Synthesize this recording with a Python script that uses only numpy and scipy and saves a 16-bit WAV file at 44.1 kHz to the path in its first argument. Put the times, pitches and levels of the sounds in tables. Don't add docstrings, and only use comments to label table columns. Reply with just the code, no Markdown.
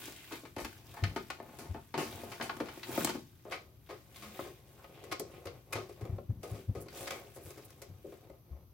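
import sys
import numpy as np
from scipy import signal
from scipy.fft import rfft, irfft, next_fast_len
from scipy.io import wavfile

SR = 44100
rng = np.random.default_rng(int(sys.argv[2]) if len(sys.argv) > 2 else 0)


def dump(signal):
    limited = np.clip(np.atleast_2d(signal).T, -1, 1)
    pcm = np.round(limited * 32767).astype(np.int16)
    wavfile.write(sys.argv[1], SR, pcm)


N = 384993
TIME_S = np.arange(N) / SR
SWING_BACK_S = 3.3


def amp(db):
    return 10 ** (np.asarray(db) / 20)


def evened(x):
    return x / np.sqrt(np.mean(x ** 2) + 1e-24)


def read(points, hz):
    row_hz, value = np.transpose(points)
    return np.interp(np.log(hz + 1), np.log(row_hz + 1), value)


def add(mix, start_s, sound):
    part = mix[:, max(round(start_s * SR), 0):][:, :sound.shape[-1]]
    part += sound[..., :part.shape[1]]


def bins(size):
    return np.fft.rfftfreq(size, 1 / SR)


def causal(gain):
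    log_gain = np.log(np.maximum(gain, 1e-6))
    mirrored = np.r_[log_gain, log_gain[-2:0:-1]]
    return np.exp(np.conj(signal.hilbert(mirrored)))[:len(gain)]


def resonance(hz, pitch_hz, width):
    return 1 / (1 + 1j * (hz / pitch_hz - pitch_hz / (hz + 1)) / width)


def contacts(size, per_s, spread_db):
    strength = amp(spread_db * np.minimum(rng.exponential(1, size), 4))
    return strength * (rng.random(size) < per_s / SR) * rng.standard_normal((2, size))


# pitch_hz, likeness (1 = the same, 0 = unrelated)
NEAR_LIKENESS = [(450, 1), (640, 0.86), (1400, 0.72), (3100, 0.42), (7000, -0.04), (11000, 0)]
# pitch_hz, likeness
FAR_LIKENESS = [(100, 0.92), (300, 0.91), (640, 0.48), (1400, 0), (4000, 0)]
def stereo(spectra, hz, table=NEAR_LIKENESS):
    likeness = np.clip(read(table, hz), -.99, .99)
    shared = spectra[0] * np.sqrt((1 + likeness) / 2)
    apart = spectra[1] * np.sqrt((1 - likeness) / 2)
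    return np.array([shared + apart, shared - apart])


def sliding(crackle, tone, power):
    size = next_fast_len(N + SR, True) // 2 * 2
    hz = bins(size)
    spectrum = stereo(rfft(crackle, size), hz) * causal(tone(hz))
    return evened(irfft(spectrum)[:, :N]) * np.sqrt(power)


# pitch_hz, gain_db
AIR_TONE = [(25, -20), (64, -2.5), (125, -0.5), (190, -13), (350, -16), (600, -27), (1200, -27.5),
            (1600, -38), (5000, -36), (7000, -46), (9300, -43), (12500, -28), (15800, -36)]
def air(hiss_db=-60, whine_db=-86, whine_hz=6000):
    hz = bins(N)
    noise = stereo(rfft(rng.standard_normal((2, N))), hz, FAR_LIKENESS)
    hiss = irfft(noise * amp(read(AIR_TONE, hz)), N)
    whine = irfft(rfft(rng.standard_normal((2, N))) / (1 + ((hz - whine_hz) / 90) ** 2), N)
    return amp(hiss_db) * evened(hiss) + amp(whine_db) * evened(whine)


# pitch_hz, gain_db
PAPER_TONE = [(88, -38), (150, -21), (347, 2.5), (464, -12), (713, -8), (974, -12), (1090, -8.5),
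              (1360, -16), (1440, -10.5), (1680, -11), (2390, -9), (4810, -14), (11600, -13.5),
              (15800, -10)]
# peak_s, level_db, settle_s
PAPER_SLIDES = [(0, -44.5, 0.17), (.32, -50.5, 0.11), (.7, -56, 0.17), (.92, -55.5, 0.49),
                (1.53, -59.5, 0.48), (2.08, -50.5, 0.61), (2.76, -54, 0.12), (2.92, -46.5, .1),
                (3.0, -37.5, 0.073), (3.52, -62, .12), (3.92, -61, 0.23), (4.19, -52.5, 0.19),
                (4.4, -49, 0.1), (4.72, -63, 1), (5.32, -63.5, 0.24), (5.8, -61, 0.28), (6.5, -55, 0.12),
                (6.99, -47, 0.18), (7.48, -58.5, 0.35), (8.1, -62.5, 0.13)]
def paper(give_way_s=0.11, flick_s=0.0048, tint_db=11, hiss_db=-4, spurt_db=1.0):
    t, crackle = np.arange(512) / SR, np.zeros((2, N))
    for scrap_hz in np.geomspace(1300, 14000, 14):
        flick = rng.standard_normal((2, len(t))) * np.exp(-t / flick_s)
        tint = amp(tint_db * np.exp(-(2 * np.log2((bins(len(t)) + 1) / scrap_hz)) ** 2))
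        flick = irfft(rfft(flick) * causal(tint))
        drift = np.interp(np.arange(N), np.linspace(0, N, 120), rng.standard_normal(120))
        touches = contacts(N, per_s=110, spread_db=3.2) * amp(spurt_db * drift)
        crackle += signal.oaconvolve(touches, evened(flick), axes=1)[:, :N]
    rustle = evened(crackle) + amp(hiss_db) * rng.standard_normal((2, N))
    power = np.zeros(N)
    for peak_s, level_db, settle_s in PAPER_SLIDES:
        speed_up = np.clip(1 + (TIME_S - peak_s) / give_way_s, 0, 1)
        settle = np.exp(-np.maximum(TIME_S - peak_s, 0) / settle_s)
        power += (amp(level_db) * speed_up * settle) ** 2
    return sliding(rustle, lambda hz: amp(read(PAPER_TONE, hz)), power)


# pitch_hz, width_hz, tipped_db, swung_back_db
BIN_NOTES = [(231, 18, 13, -17), (282.6, 14, 16.5, -7), (350.5, 28.5, 16.5, 17), (381.7, 17.5, 3, 11.5),
             (415, 21, -5, 7), (551.6, 79, -2.5, 10.5), (695.7, 105, 7.5, 5), (762, 60, -6, 9.5),
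             (891, 99, 13.5, 4), (1094, 45, 15, 14.5), (1156, 43, 2, -1), (1251, 28, 14.5, 14),
             (1437, 68, 9.5, 4.5), (1630, 41, 4.5, -48), (1790, 20, 12, 4), (1983, 35, 9, 9.5),
             (2158, 150, 7, 8), (2345, 47, 10.5, 6.5), (2540, 105, 7, 3.5), (3030, 120, 5, -4.5),
             (4350, 140, 2, -13.5)]
def bin_gain(hz, tipped):
    peaks = sum(amp(tipped_db if tipped else back_db) ** 2 / (1 + (2 * (hz - pitch_hz) / width_hz) ** 2)
                for pitch_hz, width_hz, tipped_db, back_db in BIN_NOTES)
    return np.sqrt(1 + peaks)


# pitch_hz, gain_db
HIT_TONE = [(100, 8), (250, -6), (500, -4.5), (1000, -9.5), (2000, -12.5), (4000, -12), (6000, -14),
            (9600, -16), (11600, -15), (15500, -19.5)]
# low_hz, high_hz
HIT_BANDS = [(220, 600), (600, 1700), (1700, 5000), (5000, 16000)]
def hit_bin(rise_s, decay_s, level_db, tilt_db, clack_db, spot_hz, spot_db=8, size=16384):
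    t, hz = np.arange(size) / SR, bins(size)
    force = np.minimum(t / rise_s, 1) * np.exp(-np.maximum(t - rise_s, 0) / decay_s)
    chatter = contacts(size, per_s=14000, spread_db=2) * force
    chatter /= np.linalg.norm(chatter) + 1e-12
    chatter[:, round(rise_s * SR / 3)] += 0.25 * np.exp(-rise_s / 0.02)
    spot = 1 + (amp(spot_db) - 1) * resonance(hz, spot_hz, width=0.069)
    octaves = np.log2(np.sqrt(np.prod(HIT_BANDS, axis=1)) / 1000)
    bands_db = level_db + tilt_db * octaves - clack_db * np.array([1, 0, 0, 1])
    top_slope_db = 0.35 * np.clip(bands_db[-1] - bands_db[-2], -16, 2)
    top = amp(top_slope_db * np.log2(np.maximum(hz / 6800, 1)))
    return stereo(rfft(chatter), hz) * spot * top, bands_db


def ring_bin(hits, size=16384):
    hz, out = bins(size), np.zeros((2, N))
    body = {tipped: causal(amp(read(HIT_TONE, hz)) * bin_gain(hz, tipped)) for tipped in (False, True)}
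    bands = [causal(1 / np.sqrt((1 + (low_hz / (hz + 1)) ** 8) * (1 + (hz / high_hz) ** 12)))
             for low_hz, high_hz in HIT_BANDS]
    for start_s, (spectrum, bands_db) in hits:
        ringing = spectrum * body[start_s < SWING_BACK_S]
        ring = sum(amp(db) * evened(irfft(ringing * band)) for db, band in zip(bands_db, bands))
        add(out, start_s, ring * np.sqrt(0.026 * SR / size))
    return out


# start_s, decay_s, level_db, tilt_db_per_octave
SOFT_TAPS = [(0.075, 0.014, -58, -1.5), (.433, 0.02, -64.5, -5), (0.601, 0.043, -59.5, 1.5),
             (1.587, 0.045, -55, -0.5), (2.233, 0.0025, -65.5, -9.5), (2.772, 0.0047, -61.5, -5),
             (2.889, 0.0015, -66, -12.5), (3.02, 0.0022, -53, -5.5), (3.147, 0.018, -51.5, -4),
             (5.038, 0.0099, -61.5, -1.4), (5.197, 0.013, -54, -5.5), (5.454, 0.015, -55, -2.5),
             (5.892, 0.015, -60.5, -4), (6.01, 0.012, -59, -3.5), (6.051, 0.0021, -59.5, -4.5),
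             (6.545, 0.05, -58, -2.5), (6.75, 0.054, -53, -4), (6.859, 0.011, -64.5, -4),
             (7.362, 0.034, -59.5, -3.5), (7.458, 0.041, -62, -1.8), (7.574, .019, -61.5, -2),
             (7.504, 0.0057, -63.5, 0), (7.703, 0.0035, -72.5, 1.4), (7.817, 0.012, -59.5, 0),
             (8.043, 0.027, -73, -16), (8.12, 0.012, -64, -5), (8.297, 0.0078, -66, -5.5)]
def taps(rise_s=0.00305, clack_db=-5.5, tipped_hz=336, back_hz=402):
    hits = []
    for start_s, decay_s, level_db, tilt_db in SOFT_TAPS:
        wall_hz = tipped_hz if start_s < SWING_BACK_S else back_hz
        hits.append((start_s, hit_bin(rise_s, decay_s, level_db, tilt_db, clack_db, wall_hz, spot_db=4.5)))
    return ring_bin(hits)


# start_s, length_s, level_db, pitch_hz
SOFT_WIPES = [(0.095, 0.23, -60.5, 2400), (4.742, 0.15, -65, 1000), (4.894, 0.25, -64, 2620),
              (5.308, 0.099, -64.5, 2350), (6.795, 0.045, -54, 10900), (6.94, 0.15, -52.5, 8100),
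              (7.338, 0.048, -57.5, 9600), (7.405, 0.13, -56, 11600), (7.643, 0.025, -53.5, 11600)]
def wipes(size=16384):
    t, hz, out = np.arange(size) / SR, bins(size), np.zeros((2, N))
    for start_s, length_s, level_db, pitch_hz in SOFT_WIPES:
        friction = stereo(rfft(contacts(size, per_s=5000, spread_db=4)), hz)
        hiss = evened(irfft(friction * resonance(hz, pitch_hz, width=0.84) ** 2))
        swell = np.sin(np.pi * np.minimum(t / length_s, 1))
        add(out, start_s, amp(level_db) * hiss * swell)
    return out


# start_s, rise_s, decay_s, level_db, tilt_db_per_octave, pitch_hz
SHORT_SCRAPES = [(.305, 0.015, .03, -49, -6, 1000), (1.994, 0.0065, 0.068, -51, 3.2, 365),
                 (3.509, 0.0071, 0.03, -49, -1, 1110), (3.887, .015, 0.034, -47.5, -4, 430),
                 (4.223, 0.0026, 0.062, -52, 0, 1170), (4.447, 0.0062, 0.023, -52.5, -5, 400),
                 (5.111, .016, 0.0061, -40.5, -0.75, 525), (5.722, 0.012, 0.0059, -43, 1, 2480)]
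def scrapes(clack_db=4):
    return ring_bin((start_s, hit_bin(rise_s, decay_s, level_db, tilt_db, clack_db, pitch_hz))
                    for start_s, rise_s, decay_s, level_db, tilt_db, pitch_hz in SHORT_SCRAPES)


# start_s, decay_s, level_db, tilt_db_per_octave, clack_db, pitch_hz
HARD_KNOCKS = [(.322, 0.024, -54, 3.5, 12, 367), (.452, 0.0092, -55.5, -2.5, 12, 233),
               (.563, 0.0068, -48.5, -3.5, -0.5, 273), (.582, 0.024, -46, -2, 1.5, 567),
               (0.646, 0.0078, -46.5, -0.5, 2.5, 1610), (.94, .012, -55, -12, 29, 940),
               (.969, 0.037, -48.5, -6, 15, 1840), (1.037, 0.007, -45, 4, 21, 1980),
               (1.161, 0.015, -40.5, -3.5, 3, 419), (1.301, 0.0083, -43.5, -.3, 9, 770),
               (1.399, 0.0053, -49.5, -10.5, 15, 610), (1.744, 0.02, -47.5, -9, 12.5, 900),
               (1.94, 0.015, -39, -4.5, 8, 980), (1.977, 0.034, -38.5, -2.5, -0.5, 2760),
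               (2.317, .024, -49.5, 0, 6, 364), (2.398, 0.011, -46, -10, 12.5, 1640),
               (2.41, 0.0069, -43, 0, 17, 1670), (2.424, 0.037, -47, 0, 0, 760),
               (2.494, 0.0067, -38, -5, 24, 1100), (2.566, 0.0058, -56.5, -3, -4, 231),
               (2.601, 0.0087, -42.5, -5, 0.5, 365), (2.658, 0.079, -51, -2, 4.5, 411),
               (2.685, 0.0064, -51, -2, 9, 2950), (2.831, 0.0081, -56.5, 6.5, 25, 4000),
               (2.976, 0.0032, -41.5, -9, 4, 543), (3.046, 0.0033, -43, 0.5, -8, 7800),
               (3.071, 0.0057, -42.5, -1.5, 3.5, 3130), (3.091, .009, -41.5, -1.5, 1.5, 905),
               (3.452, 0.088, -53, -11, 9.5, 620), (3.521, .021, -42, 0, 15.5, 2300),
               (4.159, 0.0092, -63.5, 4.5, 12, 3520), (4.39, 0.0071, -43.5, -9, 12, 1090),
               (4.842, 0.0048, -57, -4, 11, 2930), (5.195, .006, -64, 4.5, -6, 13200),
               (5.469, 0.0097, -51.5, -1, 8, 470), (5.754, 0.029, -42, -3, 2, 443),
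               (6.182, 0.0043, -55, -11, 7.5, 1380), (6.431, 0.016, -53.5, -2, -5, 620),
               (6.883, .008, -61.5, 2, 11, 4600), (7.073, 0.0074, -49, 2, 9, 1700),
               (7.106, 0.0048, -47.5, 1.5, 6, 3200), (7.118, 0.034, -47.5, -1, 3, 2270)]
def knocks(rise_s=0.0025):
    return ring_bin((start_s, hit_bin(rise_s, *knock)) for start_s, *knock in HARD_KNOCKS)


# start_s, level_db, pitch_hz, rise_s, decay_s
FLOOR_BUMPS = [(0.568, -47, 100, 0.009, 0.017), (.62, -47, 61, .022, 0.017),
               (0.739, -58, 116.6, 0.014, 0.2), (1.018, -23.5, 97, 0.016, 0.023),
               (1.686, -35.5, 89.2, 0.026, 0.018), (1.963, -40, 154, 0.025, .013),
               (2.131, -49, 96.3, 0.01, .06), (3.013, -46, 155.4, 0.0089, .08),
               (5.454, -47, 93, 0.019, 0.03), (5.746, -41.5, 107, 0.013, 0.039),
               (6.014, -35.5, 110, 0.02, 0.012), (6.092, -34.5, 101.4, .01, .012),
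               (6.118, -33, 99.6, .021, 0.023), (6.285, -27.5, 105, 0.023, 0.0087),
               (6.507, -35, 106, 0.02, 0.02), (6.673, -28.5, 99, 0.026, 0.013),
               (6.761, -44.5, 106, .015, 0.025), (7.444, -48, 91, 0.017, 0.025),
               (7.883, -44.5, 95, .02, 0.03), (8.504, -40.5, 70, 0.019, 0.031)]
def floor_thumps(roughness=0.11, rumble_db=-20.5, rumble_decay_s=0.1):
    t, out = np.arange(SR // 2) / SR, np.zeros((2, N))
    for start_s, level_db, pitch_hz, rise_s, decay_s in FLOOR_BUMPS:
        swell = np.sin(np.pi / 2 * np.minimum(t / rise_s, 1)) ** 2
        fading_s = np.maximum(t - rise_s, 0)
        near_pitch = signal.butter(2, [pitch_hz * .5, pitch_hz * 1.8], "band", fs=SR, output="sos")
        boards = evened(signal.sosfilt(near_pitch, rng.standard_normal(len(t))))
        swing = (np.sin(2 * np.pi * pitch_hz * t) + roughness * boards) * np.exp(-fading_s / decay_s)
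        rumble = amp(rumble_db) * boards * np.exp(-fading_s / rumble_decay_s)
        add(out, start_s, amp(level_db) * swell * (swing + rumble))
    return out


# pitch_hz, gain_db
RUB_TONE = [(60, -5), (130, 4.5), (250, -5), (450, -0.5), (700, -2.5), (1200, -13.5), (2500, -17),
            (6000, -26), (15000, -31.5)]
# start_s, length_s, level_db
RUB_STROKES = [(0.753, .3, -61), (1.05, 0.16, -53.5), (1.386, 0.33, -52), (2.028, 0.31, -48),
               (2.434, 0.25, -49.5), (2.896, 0.13, -40.5), (4.064, 0.98, -61.5), (4.374, 0.12, -51.5),
               (4.94, 0.22, -52), (5.224, 0.35, -53), (5.703, 0.15, -52.5), (6, 0.14, -51),
               (6.465, 0.081, -48.5), (6.964, .1, -44), (7.112, 0.15, -51), (7.297, 0.68, -60.5),
               (8.084, 0.28, -60), (8.482, 0.13, -60.5)]
def rubbing(fade_s=0.093):
    slips, power = contacts(N, per_s=1800, spread_db=3), np.zeros(N)
    for start_s, length_s, level_db in RUB_STROKES:
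        inside_s = np.minimum(TIME_S - start_s, start_s + length_s - TIME_S)
        power += amp(level_db) ** 2 * np.clip(.5 + inside_s / fade_s, 0, 1)
    tipped = sliding(slips, lambda hz: amp(read(RUB_TONE, hz)) * bin_gain(hz, tipped=True), power)
    back = sliding(slips, lambda hz: amp(read(RUB_TONE, hz)) * bin_gain(hz, tipped=False), power)
    return np.where(TIME_S < SWING_BACK_S, tipped, back)


def groan(start_s=4.16, length_s=0.25, level_db=-57.5, pitch_hz=206, width_hz=14):
    narrow_band = 1 / (1 + ((bins(N) - pitch_hz) / width_hz) ** 2)
    note = evened(irfft(rfft(rng.standard_normal(N)) * narrow_band, N))
    swell = np.sin(np.pi * np.clip((TIME_S - start_s) / length_s, 0, 1))
    return amp(level_db) * swell * note


# pitch_hz, fade_s
ECHO_FADE = [(100, 0.47), (300, 0.11), (800, 0.2755), (2500, 0.21), (6000, 0.35), (14000, 0.01)]
# pitch_hz, gain_db
ECHO_TONE = [(100, 6.5), (300, 0), (1000, -5), (3000, -1), (12000, -8.5)]
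def room_echo(sound, delay_s=0.0045, size=32768):
    hz, t, noise = signal.stft(rng.standard_normal((2, size)), SR, nperseg=256)
    fade_s = read(ECHO_FADE, hz)[:, None]
    noise *= amp(read(ECHO_TONE, hz)[:, None] - 60 * t / fade_s)
    noise *= np.sqrt(2 * np.log(1000) / (fade_s * SR))
    tail = signal.istft(noise, SR, nperseg=256)[1][:, :size] * (np.arange(size) / SR > delay_s)
    tail = irfft(stereo(rfft(tail), bins(size), FAR_LIKENESS))
    return signal.fftconvolve(sound, tail, axes=1)[:, :N]


def scene(paper_db=-1, hit_db=-0.5, thump_db=3.5, rub_db=-4.5):
    hits = knocks() + taps() + scrapes()
    near = amp(hit_db) * hits + amp(paper_db) * paper() + amp(rub_db) * rubbing() + wipes()
    return near + room_echo(near) + amp(thump_db) * floor_thumps() + groan() + air()


# pitch_hz, left_minus_right_db
LEFT_LEAN = [(60, 6), (110, 3), (200, 1.5), (380, 3.5), (700, -0.5), (1290, 4), (2380, 0.5), (4400, 1.5),
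             (8120, 1.5), (15000, -2)]
def record(dry, low_cut_hz=43, high_cut_hz=15950):
    hz = bins(N)
    lean_db = read(LEFT_LEAN, hz)
    balance = amp(np.array([lean_db, -lean_db]) / 2)
    low_cut = 1 / np.sqrt(1 + (low_cut_hz / (hz + 1)) ** 6)
    high_cut = signal.firwin(511, high_cut_hz, window=("kaiser", 9), fs=SR)
    heard = irfft(rfft(dry) * low_cut * balance, N)
    return signal.oaconvolve(heard, high_cut[None], "same")


dry = scene()
out = record(dry)
dump(out)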